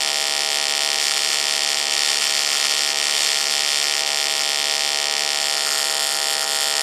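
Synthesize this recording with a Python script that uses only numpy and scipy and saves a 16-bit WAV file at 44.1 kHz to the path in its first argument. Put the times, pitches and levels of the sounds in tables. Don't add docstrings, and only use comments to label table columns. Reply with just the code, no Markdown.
import sys
import numpy as np
from scipy import signal
from scipy.fft import rfft, irfft, next_fast_len
from scipy.io import wavfile
from scipy.ndimage import uniform_filter1d

SR = 44100
rng = np.random.default_rng(int(sys.argv[2]) if len(sys.argv) > 2 else 0)


def volts_from_decibels(level):
    exponent = np.asarray(level, float) / 20
    return 10 ** exponent


def digitize_waveform(pressure):
    field = np.atleast_2d(pressure).T
    bounded = np.clip(field, -1, 1)
    quanta = np.round(bounded * 32767).astype(np.int16)
    wavfile.write(sys.argv[1], SR, quanta)


N = 300761
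CYCLE_HZ, FIRST_S = 72.4765, .00592
SHIFT_S = 5.25, 5.75
GRID = 64


def peak_filter(hz, width_hz, lift_db):
    a, w, side = volts_from_decibels(lift_db / 2), 2 * np.pi * hz / SR, np.pi * width_hz / SR
    b = [1 + side * a, -2 * np.cos(w), 1 - side * a]
    return b, [1 + side / a, -2 * np.cos(w), 1 - side / a]


def coloured(x, resonances):
    for hz, width_hz, lift_db in resonances:
        x = signal.lfilter(*peak_filter(hz, width_hz, lift_db), x)
    return x


def rms_one(x):
    return x / np.sqrt(np.mean(x ** 2) + 1e-20)


def slow_chance(rate, count):
    settle = 9000
    r = np.exp(-2 * np.pi * rate)
    return rms_one(signal.lfilter([1], [1, -r], rng.standard_normal(count + settle))[settle:])


def bells(centre_s, half_s):
    return np.exp(-((np.arange(0, N, GRID) / SR - centre_s[:, None]) / half_s[:, None]) ** 2)


def swells_db(table):
    s, half_s, db = np.transpose(table)
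    return db @ bells(s, half_s)


# t/s centre, half length/s, sizzle level/dB
OXIDE_PATCHES = [(.8, .16, -41), (1.056, 0.058, -24), (1.16, .06, -27), (1.29, .07, -21),
                 (1.52, 0.086, -25), (1.67, 0.072, -28), (1.79, 0.05, -25.5), (1.935, 0.056, -22.5),
                 (2.093, 0.081, -21.5), (2.225, 0.088, -21.5), (2.4, 0.13, -24), (2.646, 0.13, -22),
                 (2.836, 0.12, -28), (3.06, 0.13, -24), (3.237, 0.054, -19.5), (3.38, 0.086, -24),
                 (3.56, .07, -28), (3.753, 0.13, -24.5), (3.94, 0.035, -27), (4.2, 0.045, -34),
                 (4.38, .07, -31), (5.38, .05, -31), (5.58, 0.045, -34), (5.773, 0.13, -29.5),
                 (5.97, .04, -43), (6.122, 0.092, -35)]
# t/s centre, half length/s, level/dB
CLEAN_LULLS = [
    (1.37, .03, -1),
    (1.82, .02, -1),
    (2.943, .02, -5),
    (4.02, .015, -1),
    (5.95, .015, -1),
    (6.158, .02, 2),
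    (6.447, 0.028, 0),
]
# t/s centre, half length/s, level/dB
LENGTH_SWELLS = [(0.31, 0.21, -0.9), (.9, 0.085, 0.7), (1.077, 0.026, 1.5), (1.406, 0.071, 0),
                 (1.85, 0.071, -1), (2.025, 0.068, 1), (2.626, 0.036, 0.5), (3.03, .05, 0.5),
                 (3.45, 0.087, -0.4), (4.3, .1, 0), (4.9, 0.41, -0.3), (5.697, .2, -0.1),
                 (6.135, 0.066, -1.5), (6.45, 0.071, -1), (6.78, 0.05, 2)]
# t/s centre, half length/s, level/dB
WEAK_SPELLS = [(.68, .2, -0.5), (1.6, 0.18, -2), (1.92, 0.056, -16), (3.25, 0.24, -2.5), (2.167, 0.091, -6),
               (3.01, 0.09, -4), (3.982, 0.069, -1), (5.133, 0.21, -5.5), (5.932, 0.036, -2.5),
               (6.247, 0.055, -4.5), (6.766, 0.069, -5)]
THIN_OXIDE_DB = -31.5


def arc_state():
    t, coarse = np.arange(N) / SR, np.arange(0, N, GRID) / SR
    moved = np.interp(coarse, SHIFT_S, [0, 1])
    s, half_s, db = np.transpose(OXIDE_PATCHES)
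    sizzle_db = 10 * np.log10(volts_from_decibels(THIN_OXIDE_DB) ** 2 + volts_from_decibels(db) ** 2 @ bells(s, half_s))
    sizzle_db = sizzle_db + swells_db(CLEAN_LULLS)
    oxide_db = sizzle_db - THIN_OXIDE_DB
    steady_db = -0.5 + swells_db(LENGTH_SWELLS) + 0.016 * oxide_db
    uneven_db = 2.4 + 3 * moved + swells_db(WEAK_SPELLS)
    buzz_db = moved - 0.29 * oxide_db
    return [np.interp(t, coarse, db) for db in (steady_db, uneven_db, sizzle_db, buzz_db)]


# f/Hz, level/dB rms
BLADE_TONES = [
    (457, -52),
    (1044, -55),
    (188, -72),
]
# f/Hz, level/dB per Hz
AIR_RUSH = [(25, -9), (60, -8), (150, -9), (300, 0), (600, 4), (1000, -1), (1600, -3), (2300, 1),
            (7000, -1), (10000, -9), (13000, -20), (16000, -42)]
AIR_RUSH_DB = -40


def fan():
    hz = np.arange(1, N // 2 + 2) * SR / N
    rush_hz, rush_db = np.transpose(AIR_RUSH)
    colour_db = np.interp(np.log(hz), np.log(rush_hz), rush_db)
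    out = volts_from_decibels(AIR_RUSH_DB) * rms_one(irfft(rfft(rng.standard_normal(N)) * volts_from_decibels(colour_db), N))
    for line_hz, level_db in BLADE_TONES:
        waver_s = np.cumsum(1 + 0.0018 * slow_chance(3 / SR, count=N)) / SR
        out += np.sqrt(2) * volts_from_decibels(level_db) * np.sin(2 * np.pi * line_hz * waver_s)
    return out


# multiple of the cycle, level/dB
BUZZ_MULTIPLES = [(1, -48), (2, -39), (3, -16), (4, -19.5), (5, -10.5), (6, -7.5), (7, -7.5), (8, -9.5),
                  (9, 1.5), (10, -5), (11, 4), (12, -10.5), (13, -3), (14, -20), (15, -13), (16, -14),
                  (17, -9), (18, -14), (19, -13), (20, -30), (21, -26), (22, -15.5)]
BUZZ_DB = -39
BUZZ_LAG_MS, PROMPT_FROM = .63, 14
FOLLOWS_FROM = 6


def buzz(level_db):
    turn, out = (np.arange(N) / SR - FIRST_S) * CYCLE_HZ, np.zeros(N)
    cycles = np.arange(500)
    for multiple, order_db in BUZZ_MULTIPLES:
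        breath_db = np.interp(turn, cycles, 1.17 * slow_chance(1.0, count=500))
        if multiple % 2 == 0:
            breath_db = breath_db + np.interp(turn, cycles, 1.7 * slow_chance(.06, count=500))
        late = multiple < PROMPT_FROM
        lag = np.pi / 2 * (multiple % 2 - 1) + np.pi * late
        delayed = turn - late * BUZZ_LAG_MS * CYCLE_HZ / 1000
        gain = volts_from_decibels(order_db + breath_db + level_db * (multiple >= FOLLOWS_FROM))
        out += gain * np.cos(2 * np.pi * multiple * delayed - lag)
    return np.sqrt(2) * volts_from_decibels(BUZZ_DB) * out


PUFF_DB, PUFF_LOW_HZ, PUFF_TOP_HZ = -26.5, 384, 624


def puff(level_db):
    band = signal.butter(2, [PUFF_LOW_HZ, PUFF_TOP_HZ], "band", fs=SR, output="sos")
    return volts_from_decibels(level_db + PUFF_DB) * rms_one(signal.sosfilt(band, rng.standard_normal(N)))


# f/Hz, lift/dB
ROOT_COLOUR = [(1100, 1), (1900, -5), (2350, 5), (3400, -6), (5300, -4), (6300, 5.5), (8300, 5.5),
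               (10000, 7), (13500, -1)]
# f/Hz, width/Hz, lift/dB
ROOT_SHAPE = [(2300, 1400, -4), (1050, 700, -5), (3700, 600, 2), (5700, 500, 2), (8700, 500, -3)]
SIZZLE_DB, LEAK_DB = -6.8, -15
SIZZLE_LOW_HZ = 1500
SIZZLE_ON_MS, SIZZLE_OFF_MS = 7.0, .7
START_DB, GROW_MS, FADE_MS = -1.5, 3.2, 0.69


def sizzle(level_db):
    turn = (np.arange(N) / SR - FIRST_S) * CYCLE_HZ
    ms = turn % 1 * 1000 / CYCLE_HZ
    gate = np.clip((ms - SIZZLE_ON_MS) / .3, 0, 1)
    gate = gate * volts_from_decibels(START_DB * np.clip(1 - (ms - SIZZLE_ON_MS) / GROW_MS, 0, 1))
    gate = gate + np.exp(-np.maximum(ms - SIZZLE_OFF_MS / 2, 0) / FADE_MS * 2) + volts_from_decibels(LEAK_DB)
    cycle = np.floor(turn + .5).astype(int)
    flutter_db = 1.3 * slow_chance(.4, count=int(turn[-1]) + 2)[cycle]
    noise = signal.lfilter(*signal.butter(1, SIZZLE_LOW_HZ, "high", fs=SR), rng.standard_normal(N))
    noise = coloured(noise, [(hz, hz / 4, lift_db) for hz, lift_db in ROOT_COLOUR])
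    return coloured(noise, ROOT_SHAPE) * gate * volts_from_decibels(level_db + flutter_db + SIZZLE_DB)


def clicks(at_s, size):
    out, taps = np.zeros(N + 999), np.arange(-8, 9)
    at = at_s[:, None] * SR
    place = np.round(at).astype(int) + taps
    window = np.cos((place - at) * np.pi / 18) ** 2
    np.add.at(out, place, size[:, None] * np.sinc(place - at) * window)
    return out[:N]


SNAP_DB = 0.5


def reversal(steps, level_db, odd_cycles, usual_db=0):
    starts, out = FIRST_S + np.arange(int(N / SR * CYCLE_HZ)) / CYCLE_HZ, np.zeros(N)
    cycle_db = np.full(len(starts), float(usual_db))
    for s, db in odd_cycles:
        cycle_db[int((s - FIRST_S) * CYCLE_HZ + .25)] = db
    for ms, size, rise_us, wobble_db, jitter_us in steps:
        at = starts + ms / 1000 + jitter_us / 1e6 * rng.standard_normal(len(starts))
        chance = slow_chance(.3, count=len(starts))
        wobble = wobble_db * np.minimum(chance, np.tanh(chance))
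        arc_db = level_db[np.minimum(at * SR, N - 1).astype(int)]
        gain = volts_from_decibels(arc_db + wobble * (cycle_db <= 0) + cycle_db)
        r = np.exp(-1e6 / (rise_us * SR))
        push_pull = [(1 - r) ** 2, -(1 - r) ** 2]
        out += signal.lfilter(push_pull, [1, -2 * r, r * r], clicks(at, size * gain) + 1e-18)
    return volts_from_decibels(SNAP_DB) * out


# t/ms in cycle, signed size, rise/us, wobble/dB, jitter/us
STEADY_STEPS = [
    (-.03, 2.4, 45, .8, 4),
    (.17, -1.3, 45, 1.0, 5),
    (.29, .35, 25, 1.2, 5),
    (.52, 1.3, 8, 1.2, 4),
    (.59, -1.05, 12, .8, 4),
    (.69, -.28, 14, 1.5, 5),
]
# t/s, level/dB
STEADY_FALTERS = [(0.765, -2.1), (0.972, -4.4), (1.096, -2.5), (1.124, -2.6), (1.151, -3.1), (1.206, -2.4),
                  (1.758, -3.7), (1.841, -2.1), (2.158, -1.7), (2.2, -3.0), (2.283, -4.5), (2.586, -2.1),
                  (2.752, -2.0), (2.917, -3.0), (2.931, -3.1), (2.945, -1.9), (3.4, -2.0), (4.021, -2.4),
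                  (4.049, -2.3), (5.594, -1.8), (6.132, -2.4), (6.16, -3.7), (6.436, -1.9), (6.449, -3.2),
                  (6.463, -2.7)]
# f/Hz, width/Hz, lift/dB
STEADY_THIN = [(1350, 263, -0.5), (2640, 800, -0.5), (3665, 294, -9), (14700, 2500, -26), (12700, 740, 5),
               (7800, 300, -13), (10300, 350, 0), (13700, 540, -13)]
# f/Hz, width/Hz, lift/dB
STEADY_CUP = [(3200, 300, 4), (3650, 250, -4), (7050, 400, 3), (11500, 900, 2), (12300, 250, 3),
              (12650, 250, -3), (13700, 1100, 7)]


def steady_side(level_db):
    return coloured(reversal(STEADY_STEPS, level_db, STEADY_FALTERS), STEADY_THIN + STEADY_CUP)


# t/ms in cycle, signed size, rise/us, wobble/dB, jitter/us
STRIKE_STEPS = [
    (6.9, -.75, 11, 3.5, 4),
    (6.99, -.1, 18, 2.5, 8),
]
SETTLING_STEPS = [
    (7.115, -.8, 28, 2.5, 16),
]
REBOUND_STEPS = [
    (7.035, -1.6, 26, 1, 12),
    (7.15, 1.3, 24, 1, 14),
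]
# t/s, level/dB
REBOUND_CYCLES = [(1.02, -4.0), (1.089, -4), (1.117, 2.5), (1.172, 2), (1.31, -5.5), (1.337, -3.5),
                  (1.406, -7.0), (1.751, -6.5), (2.221, 3.0), (2.276, 1.5), (2.359, -8.5), (2.4, -3.5),
                  (2.414, -2.5), (2.469, -2.0), (2.51, -4.5), (2.538, -2.0), (2.552, 1.0), (2.648, 1.5),
                  (2.662, -3.0), (2.717, 0.5), (2.814, -3.5), (2.883, -4.5), (2.897, -5.0), (2.91, -5.0),
                  (3.269, 3.0), (3.338, -11.0), (3.393, -3.5), (3.407, -0.5), (3.462, -3.5), (3.476, -2.5),
                  (3.504, -4.0), (3.642, -5.5), (3.835, -2.5), (3.849, -2.0), (3.862, -5.0), (3.945, -8.5),
                  (3.973, -1.5), (4.042, -9.5), (4.125, -7.5), (4.166, -8.0), (4.235, -9.0), (4.249, -11.5),
                  (4.4, -2), (4.414, 0.0), (5.353, -5.5), (5.422, -10.5), (5.491, -10.0), (5.573, 0.0),
                  (5.67, 0.5), (5.684, -1.5), (5.711, -1.5), (5.725, 0.5), (5.753, -3.5), (5.794, -3.0),
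                  (5.822, -5.5), (5.904, -4.0), (6.111, -8.0), (6.153, -1.5), (6.429, 0.5), (6.443, -2.0)]
# t/s, level/dB
MISFIRE_CYCLES = [(0.041, -10), (0.054, -14), (0.73, -9), (0.744, -13), (0.786, -14), (0.799, -14),
                  (0.951, -14), (0.993, -12), (1.42, -12), (1.572, -14), (1.627, -10), (1.655, -14),
                  (1.682, -10), (1.738, -9), (1.889, -14), (1.903, -11), (1.917, -14), (1.931, -10),
                  (1.958, -13), (2.069, -9), (2.152, -14), (2.179, -14), (2.193, -14), (2.317, -11),
                  (2.331, -11), (2.441, -10), (2.938, -14), (2.952, -10), (2.966, -14), (3.007, -10),
                  (3.021, -14), (3.062, -9), (3.09, -14), (3.104, -14), (3.904, -9), (3.959, -12),
                  (4.028, -13), (4.042, -11), (4.056, -14), (4.138, -12), (4.276, -14), (4.428, -12),
                  (4.635, -10), (5.09, -9), (5.132, -14), (5.146, -9), (5.256, -14), (5.394, -14),
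                  (5.518, -14), (5.767, -14), (5.835, -14), (5.932, -14), (5.987, -14), (6.208, -14),
                  (6.36, -10), (6.401, -13), (6.456, -13), (6.746, -14), (6.788, -14), (6.801, -14)]
# f/Hz, width/Hz, lift/dB
STRIKE_TONE = [(3250, 2700, -3), (4470, 1100, -5), (1420, 290, 4)]
SETTLING_RING = [(3350, 1100, -1), (4620, 970, -18.5), (2170, 730, 2)]
UNEVEN_TONE = [(2400, 250, -9.5), (2290, 90, 13.5), (13900, 930, -2), (12500, 900, -1.5)]
REBOUND_TONE = [(3140, 3800, -6), (1190, 860, 8.5), (4600, 1400, -1.5), (2080, 620, -3.5)]
STRIKE_LIFT_DB, SETTLING_LOSS_DB = 1, -20
SETTLING_DB, REBOUND_DB = 4.5, 1


def uneven_side(strike_db, settle_db):
    lifted = [(s, STRIKE_LIFT_DB) for s, _ in REBOUND_CYCLES]
    lost = [(s, SETTLING_LOSS_DB) for s, _ in REBOUND_CYCLES]
    strike = reversal(STRIKE_STEPS, strike_db, lifted + list(MISFIRE_CYCLES))
    settle = reversal(SETTLING_STEPS, settle_db + SETTLING_DB, lost)
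    rebound = reversal(REBOUND_STEPS, settle_db + REBOUND_DB, REBOUND_CYCLES, usual_db=-99)
    usual = coloured(strike, STRIKE_TONE) + coloured(settle, SETTLING_RING)
    return coloured(usual, UNEVEN_TONE) + coloured(rebound, REBOUND_TONE)


# f/Hz, width/Hz, lift/dB
BODY_RESONANCES = [(750, 1326, 12.5), (960, 160, -4), (1554, 119, -15), (1798, 816, 12.5),
                   (2017.5, 7.2, -36), (2145, 55, -5), (3216, 506, 15.5), (3920, 140, -6.5),
                   (4623, 1850, 12.5), (5940, 146, -6), (6780, 260, 3), (10200, 116, -10),
                   (12450, 1660, 14.5), (15900, 5640, -10)]
# f/Hz, width/Hz, lift/dB
PATH_DIP = [(4035, 310, -4)]
LOW_CUT_HZ, TOP_HZ = 663, 9800


def body(x):
    x = coloured(x, BODY_RESONANCES + PATH_DIP)
    x = signal.sosfilt(signal.butter(2, LOW_CUT_HZ, "high", fs=SR, output="sos"), x)
    return signal.sosfilt(signal.butter(2, TOP_HZ, fs=SR, output="sos"), x)


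# t/s, f/Hz, lift/dB
GLOVE_TRACKS = [
    [(0, 10700, -1), (.95, 10600, -10), (1.1, 10700, -12), (3.4, 10540, -2), (5.3, 11100, 3),
     (5.7, 10300, -16), (5.9, 10300, -3)],
    [(0, 9700, 2), (3.8, 9800, -6), (4.05, 10000, -8.5), (4.4, 9800, -8), (5.1, 10000, -8),
     (5.35, 9800, -11), (5.6, 9740, -7)],
]
GLOVE_WIDTH_HZ = 300


def travelling_notch(x, track):
    out, state, block = np.zeros(N), np.zeros(2), 512
    s, hz, db = np.transpose(track)
    for i in range(0, N, block):
        b, a = peak_filter(np.interp(i / SR, s, hz), GLOVE_WIDTH_HZ, np.interp(i / SR, s, db))
        out[i:i + block], state = signal.lfilter(b, a, x[i:i + block], zi=state)
    return out


# delay/ms, signed share before, signed share after the hand shifts
EARLY_ECHOES = [(.45, -.2, -.15), (.64, -.09, -.1), (.95, -.1, -.1), (1.22, -.12, -.11), (1.53, -.13, -.15),
                (1.67, -.1, -.17), (1.79, -.12, -.25), (1.92, -.1, -.25), (2.42, -.1, -.1),
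                (2.93, .04, .07)]
# f/Hz, width/Hz, lift/dB
BEFORE_SHADE = [(1564, 120, -8.5), (12020, 510, -24), (7880, 49, -6), (11020, 200, -8.5), (13200, 430, -10),
                (3120, 390, -1), (14200, 1500, 7)]
RIM_SHADE = [(9480, 220, -7), (1900, 350, -1.5), (12000, 250, 4), (12650, 300, -3), (13150, 300, 4),
             (14250, 500, -4), (15300, 600, 4), (9200, 200, -3), (6300, 200, -4), (7550, 200, 2)]
AFTER_SHADE = [(1920, 330, 0), (2270, 500, -4.5), (3260, 4800, -2), (4800, 1700, 0.5), (5830, 150, -10),
               (7460, 88, -3), (7940, 290, -1), (11100, 4900, 3.5), (11800, 340, -2), (12240, 490, -18),
               (13250, 300, -1), (15000, 910, -9)]
GLOVE_SHADE = [(1200, 250, 4), (7550, 200, 3), (14300, 500, -4), (12630, 200, -6), (6050, 200, -3),
               (8250, 150, -5), (12280, 300, 10), (12750, 400, -8), (6650, 150, 4), (6250, 200, -4),
               (9200, 200, -3), (11500, 600, -2)]
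TAIL_COLOUR = [(4930, 2500, -4), (8550, 4800, 5.5), (12300, 1500, -16)]
SHOP_DB, SHOP_T60_S, TAIL_ONSET_S = -15, 0.05, 0.0077


def surroundings(x):
    size = next_fast_len(N + SR)
    hz, spectrum = np.arange(size // 2 + 1) * SR / size, rfft(x, size)
    echoes = np.array(EARLY_ECHOES)
    late = np.exp(-2j * np.pi * hz * echoes[:, :1] / 1000)
    before, after = irfft(spectrum * (1 + echoes[:, 1:].T @ late), size)[:, :N]
    before = coloured(before, BEFORE_SHADE + RIM_SHADE)
    after = coloured(after, AFTER_SHADE + GLOVE_SHADE)
    moved = np.interp(np.arange(N) / SR, SHIFT_S, [0, 1])
    t = np.arange(SR // 2) / SR
    tail = rng.standard_normal(len(t)) * volts_from_decibels(-60 * t / SHOP_T60_S) * np.clip(t / TAIL_ONSET_S - 1, 0, 1)
    tail = irfft(spectrum * rfft(tail / np.linalg.norm(tail), size), size)[:N]
    return before + moved * (after - before) + volts_from_decibels(SHOP_DB) * coloured(tail, TAIL_COLOUR)


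# f/Hz, width/Hz, lift/dB
UNEVEN_CUP = [(3130, 350, -3), (3600, 300, 1), (4200, 350, 3), (6900, 350, -2), (14000, 1000, -3)]


def scene():
    steady_db, uneven_db, sizzle_db, buzz_db = arc_state()
    steady = steady_side(steady_db)
    uneven = coloured(uneven_side(uneven_db, steady_db) + sizzle(sizzle_db), UNEVEN_CUP)
    arc = body(steady + uneven)
    for track in GLOVE_TRACKS:
        arc = travelling_notch(arc, track)
    return (surroundings(arc) + buzz(buzz_db) + puff(sizzle_db) + fan())[None]


# t/s centre, half length/s, level/dB
TOP_LOSSES = [
    (.5, 0.039, -37),
    (1.52, .03, -5),
    (1.9, .05, -6),
    (2.75, .04, -5),
    (2.98, .05, -8),
    (3.09, .02, -7),
    (4.05, .04, -6),
    (4.9, .3, -1),
    (6.3, .3, 6),
]
TOP_BAND_HZ, FLICKER_DB, HOLD_S = 13300, 7, .014


def starved_top(x):
    spell = (np.arange(N) / SR / HOLD_S).astype(int)
    flicker_db = FLICKER_DB * np.minimum(rng.standard_normal(spell[-1] + 1), .5)[spell]
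    level_db = np.repeat(swells_db(TOP_LOSSES), GRID)[:N] + flicker_db
    hz = np.arange(N // 2 + 1) * SR / N
    top = irfft(rfft(x) * np.clip((hz - TOP_BAND_HZ) / 1000, 0, 1), N)
    return x + (uniform_filter1d(volts_from_decibels(level_db), size=200) - 1) * top


def top_cut(x):
    return signal.sosfilt(signal.butter(12, 15760, fs=SR, output="sos"), x)


EDGE_HZ = 14600


def record(dry):
    cut = signal.sosfilt(signal.butter(8, EDGE_HZ, fs=SR, output="sos"), dry)
    mix = starved_top(cut)
    return top_cut(mix)


dry = scene()
out = record(dry)
digitize_waveform(out)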